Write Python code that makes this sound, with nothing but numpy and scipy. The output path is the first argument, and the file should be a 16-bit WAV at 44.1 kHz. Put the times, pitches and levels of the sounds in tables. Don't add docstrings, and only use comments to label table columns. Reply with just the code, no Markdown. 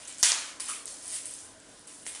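import sys
import numpy as np
from scipy import signal
from scipy.fft import rfft, irfft
from scipy.io import wavfile
from scipy.ndimage import uniform_filter1d

SR = 44100
rng = np.random.default_rng(int(sys.argv[2]) if len(sys.argv) > 2 else 0)


def dump(signal):
    limited = np.clip(np.atleast_2d(signal).T, -1, 1)
    pcm = np.round(limited * 32767).astype(np.int16)
    wavfile.write(sys.argv[1], SR, pcm)


N = 97020

# f/Hz, density/dB (per Hz)
MURMUR_SPECTRUM = [(15, -30), (25, -10), (158, -7.5), (204, -7), (249, -4.5), (374, -5.5), (619, -6),
                   (928, -8.5), (1030, -4.5), (1140, -12.5), (1540, -8.5), (2420, -22), (10500, -12),
                   (13600, -42), (22000, -120)]
MURMUR_DB, MURMUR_FLICKER_DB = -54.5, 2.
# f/Hz, width/Hz, level/dB
MURMUR_TONES = [(291.4, 47, -65), (634.4, 22.5, -70), (102.8, 24, -74.5)]

# t/s, crinkle gain/dB, mid rustle/dB (re crinkle), low crackle/dB (re crinkle)
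CRUMPLE_BURSTS = [
    [(0.0, -50, 0.5, -0.5), (0.072, -51.5, -6, -5.5), (0.08, -41.5, -6.5, -7.5), (0.17, -56.5, 5, -3),
     (0.202, -35.5, -8.5, -12), (0.222, -47.5, 3.5, -32)],
    [(0.245, -21.5, 0, -5.5), (0.347, -37.5, -1.5, 1), (0.501, -49.5, 2, 0.5), (0.585, -74, 15, 6)],
    [(0.612, -37, -1, -8), (0.632, -38, -13, -13), (0.678, -41.5, -2.5, -6.5)],
    [(0.7, -32.5, -8, -9.5), (0.852, -56.5, -4.5, -7), (0.87, -47.5, 5.5, -8.5)],
    [(0.885, -40, -5, -16), (0.993, -49.5, -2, -12.5), (1.161, -31, -10, -14), (1.219, -47.5, -5, -17),
     (1.25, -43, -8.5, -7.5)],
    [(1.275, -39.5, -9.5, -14), (1.405, -48, -2.5, -13), (1.463, -49, -10, -13), (1.561, -71.5, 6, 6),
     (1.689, -60, -2, -1.5), (1.86, -59.5, -1, -8.5)],
    [(1.89, -48, -4.5, -8), (2.012, -51.5, -5, -19), (2.032, -45, -18, -8), (2.038, -51, -14, -23),
     (2.048, -61, -12, -8), (2.055, -44, -7, -10)],
    [(2.08, -36.5, -15, -7.5), (2.142, -48.5, -2, -21)],
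    [(2.157, -39, -4, -7.5), (2.187, -48.5, -6, -7), (2.2, -42, -4, -12)],
]
BURST_STARTS = [.2305, .598, .684, .878, 1.256, 1.872, 2.064, 2.149]
# f/Hz, width/Hz, relative gain/dB
CRINKLE_BANDS = [(9500, 3000, 5.5)]
RUSTLE_BANDS = [(6370, 3420, 0)]
CRACKLE_BANDS = [(1250, 306, -1.5), (3020, 3560, 19.5)]
GRAINS_PER_S, GRAIN_SCATTER_DB, GRAIN_LEVEL_DB = 2500, 3, -3

# f/Hz, level/dB, t60/s
ROOM_OCTAVES = [(324, -23, 0.27), (697, 0.5, 0.82), (1380, -2.5, 0.77), (3020, 6.5, 0.31),
                (4870, -1.5, 0.23), (8200, 1.5, 0.32)]
ROOM_DB, ROOM_ONSET_S, PATCHY_DB = -3.5, 0.0013, 4
KNOCK_ROOM_DB, TICK_ROOM_DB, TAP_ROOM_DB = -2.5, -2, -7

# t/s (.0006 s ahead of the click), peak level/dB, f/Hz, length/cycles
FOLDS = [(0.0504, -35, 6960, 3), (0.0538, -33, 6650, 3), (0.0754, -32, 7420, 3), (0.0792, -27, 8210, 3),
         (0.0824, -29, 8910, 3), (0.0984, -32, 8440, 3), (0.1014, -32, 8160, 3), (0.1256, -29, 7380, 3),
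         (0.183, -28, 8210, 3), (0.6035, -17, 9740, 3), (0.6074, -23, 8870, 3), (0.6224, -25, 9900, 3),
         (0.6843, -20, 9670, 3), (0.6954, -22, 9860, 3), (0.856, -20, 8860, 3), (1.038, -31, 9340, 3),
         (1.0565, -28, 8760, 3), (1.0789, -22, 9450, 3), (1.1248, -23, 9160, 3), (1.1394, -23, 9020, 3),
         (1.256, -20, 9030, 3), (1.2674, -26, 9040, 3), (1.3089, -27, 9830, 3), (1.3379, -24, 8670, 3),
         (1.3882, -32, 6620, 3), (1.4044, -32, 8120, 3), (1.4254, -34, 9680, 3), (1.4354, -36, 8440, 3),
         (1.6008, -38, 7810, 3), (1.6944, -41, 9920, 3), (1.7928, -36, 9780, 3), (1.8108, -40, 9860, 3),
         (1.8721, -32, 9420, 3), (1.8764, -35, 7890, 3), (1.8834, -36, 8530, 3), (2.0684, -29, 6890, 3),
         (2.0727, -22, 10000, 3), (2.1495, -27, 9870, 3)]
FOLD_TICKS = [(s + .0006, db, hz, cycles) for s, db, hz, cycles in FOLDS]

# t/s, click peak level/dB, click f/Hz, body gain/dB, slap gain/dB (re click)
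FLOOR_KNOCKS = [(.2292, -.5, 6200, -22, -28), (.2334, -2.5, 6200, -22, -37), (.3192, -3, 6200, -22, -90),
                (.2365, -10, 6000, -16, -90), (.2480, -16, 5600, -20, -90), (.2655, -16, 5500, -20, -90),
                (.3155, -18, 6300, -14, -90), (.3224, -17, 5200, -20, -90), (.5998, -27, 5000, -10, -90),
                (.6045, -24, 5500, -20, -90), (.6925, -24, 5500, -12, -90), (.8788, -22, 7200, -20, -90),
                (2.0655, -23, 6800, -10, -90), (2.1500, -32, 5000, -12, -90)]
# f/Hz, gain/dB, t60/s
BODY_MODES = [(600, -8, .01), (1100, -2, .007), (1900, 0, .006), (2700, 0, .004), (3800, -3, .002)]
KNOCK_CYCLES, SPIKE_DB, SLAP_DECAY_S = 1.32, 21, 0.00097

# t/s, peak level/dB, f/Hz
PAW_TAPS = [(0.315, -37, 1110), (0.325, -30, 1004), (.690, -35.5, 1180), (0.699, -33, 1280),
            (0.709, -34.5, 1250), (0.718, -34, 1220), (0.726, -39.5, 1260), (0.706, -36, 2470),
            (0.719, -41, 2550), (.735, -37, 2430), (2.158, -48.5, 825)]
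TAP_CYCLES = 2.85
CLICK_LOW_HZ = 700

CEILING = 1.1
MIC_TOP_HZ, TOP_HZ = 10247, 16900
IMAGE_HZ, IMAGE_WIDTH_HZ, IMAGE_DB = 11860, 670, -25


def undb(db):
    return 10 ** (np.asarray(db) / 20)


def level(x, db):
    return x * undb(db) / np.sqrt(np.mean(x ** 2))


def band(x, hz, width_hz):
    low = max(hz - width_hz / 2, hz / 4)
    high = min(hz + width_hz / 2, SR / 2.2)
    return signal.sosfilt(signal.butter(N=2, Wn=[low, high], btype="band", fs=SR, output="sos"), x)


def walk(rate):
    step = int(SR / rate)
    held = np.repeat(rng.standard_normal(N // step + 1), step)
    return uniform_filter1d(held, step)[:N]


def add(out, s, x):
    i = int(s * SR)
    out[i:i + len(x)] += x[:N - i]


def click(hz, cycles):
    turns = np.arange(int(SR * .03)) / SR * hz
    swell = turns * np.exp(-2 * turns / max(cycles, .5))
    x = swell * np.sin(2 * np.pi * turns)
    low_cut = signal.butter(N=2, Wn=min(CLICK_LOW_HZ, hz / 3), btype="high", fs=SR, output="sos")
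    x = signal.sosfilt(low_cut, x)
    return x / np.abs(x).max()


def murmur():
    f = np.maximum(np.arange(N // 2 + 1) * SR / N, 1)
    shape_hz, shape_db = np.array(MURMUR_SPECTRUM).T
    shape = undb(np.interp(np.log(f), np.log(shape_hz), shape_db))
    spectrum = rfft(rng.standard_normal(N)) * shape
    octave = np.clip(np.round(np.log2(f / 60)), 0, 8)
    out = np.zeros(N)
    for k in range(9):
        out += irfft(spectrum * (octave == k), N) * undb(MURMUR_FLICKER_DB * walk(11.5))
    return level(out, MURMUR_DB)


def murmur_tones():
    return sum(level(band(rng.standard_normal(N), f, width), db) for f, width, db in MURMUR_TONES)


def wrapper():
    out, t = np.zeros(N), np.arange(N) / SR
    burst = np.searchsorted(BURST_STARTS, t)

    def course(column):
        paths = []
        for table in CRUMPLE_BURSTS:
            columns = np.array(table).T
            paths.append(np.interp(t, columns[0], columns[column]))
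        return np.choose(burst, paths)

    top, mid, low = course(1), course(2), course(3)
    for bands, db in ((CRINKLE_BANDS, top), (RUSTLE_BANDS, top + mid), (CRACKLE_BANDS, top + low)):
        chance, strength, side = rng.random((3, N))
        size = undb(-GRAIN_SCATTER_DB * np.log(1 - .99 * strength)) * np.sign(side - .5)
        grains = (chance < GRAINS_PER_S / SR) * size
        noise = sum(undb(gain) * band(grains, f, width) for f, width, gain in bands)
        out += undb(db) * level(noise, GRAIN_LEVEL_DB)
    return out


def room(x):
    t = np.arange(SR) / SR
    tail = np.zeros(SR)
    for f, db, t60 in ROOM_OCTAVES:
        noise = level(band(rng.standard_normal(SR), f, f * .75), db)
        tail += noise * np.sqrt(f / 5000.) * undb(-60 * t / t60)
    onset = 1 - np.exp(-t / ROOM_ONSET_S)
    tail = tail * onset * undb(PATCHY_DB * walk(600)[:SR])
    tail = tail / np.sqrt(np.sum(tail ** 2))
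    return undb(ROOM_DB) * signal.fftconvolve(x, tail)[:N]


def ticks():
    out = np.zeros(N)
    for s, db, hz, cycles in FOLD_TICKS:
        add(out, s, undb(db) * click(hz, cycles))
    return out


def knocks():
    out, spike, t = np.zeros(N), np.zeros(N), np.arange(SR // 20) / SR
    spread = rng.standard_normal((len(FLOOR_KNOCKS), len(BODY_MODES)))
    for (s, db, hz, body_db, slap_db), mode_spread in zip(FLOOR_KNOCKS, spread):
        body = np.zeros(len(t))
        for (f, gain, t60), j in zip(BODY_MODES, mode_spread):
            ring = np.sin(2 * np.pi * f * (1 + .08 * j) * t)
            body += undb(gain + 2 * j) * ring * undb(-60 * t / t60)
        body = undb(body_db) * band(body, 2260.0, 4000.)
        slap = undb(slap_db) * np.exp(-t / SLAP_DECAY_S)
        add(out, s, undb(db) * (body + slap))
        add(out, s, undb(db) * click(hz, KNOCK_CYCLES))
        add(spike, s + 1 / hz, undb(db + slap_db + SPIKE_DB) * np.array([1., -1.]))
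    return out, spike


def taps():
    out = np.zeros(N)
    for s, db, hz in PAW_TAPS:
        add(out, s, undb(db) * click(hz, TAP_CYCLES))
    return out


def microphone(near, spike):
    near = near / (1 + np.abs(near / CEILING) ** 4) ** .25
    dull = signal.sosfilt(signal.ellip(N=8, rp=.5, rs=60, Wn=MIC_TOP_HZ, fs=SR, output="sos"), near)
    treble = np.sqrt(uniform_filter1d(band(near, 9500., 2000.) ** 2, size=40).clip(0))
    image = level(band(rng.standard_normal(N), IMAGE_HZ, IMAGE_WIDTH_HZ), 0) * treble
    image = band(band(image, IMAGE_HZ, IMAGE_WIDTH_HZ), IMAGE_HZ, IMAGE_WIDTH_HZ)
    return dull + undb(IMAGE_DB) * image + band(spike, 10800.0, 6000.)


def scene():
    hits, spike = knocks()
    snaps, film, hollow = ticks(), wrapper(), taps()
    sent = undb(KNOCK_ROOM_DB) * hits + undb(TICK_ROOM_DB) * snaps
    sent = sent + undb(TAP_ROOM_DB) * hollow + film
    near = hits + snaps + film + hollow + room(sent) + murmur() + murmur_tones()
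    return microphone(near, spike)[None]


def record(dry):
    return signal.sosfilt(signal.ellip(10, .2, 70, TOP_HZ, fs=SR, output="sos"), dry)


dry = scene()
out = record(dry)
dump(out)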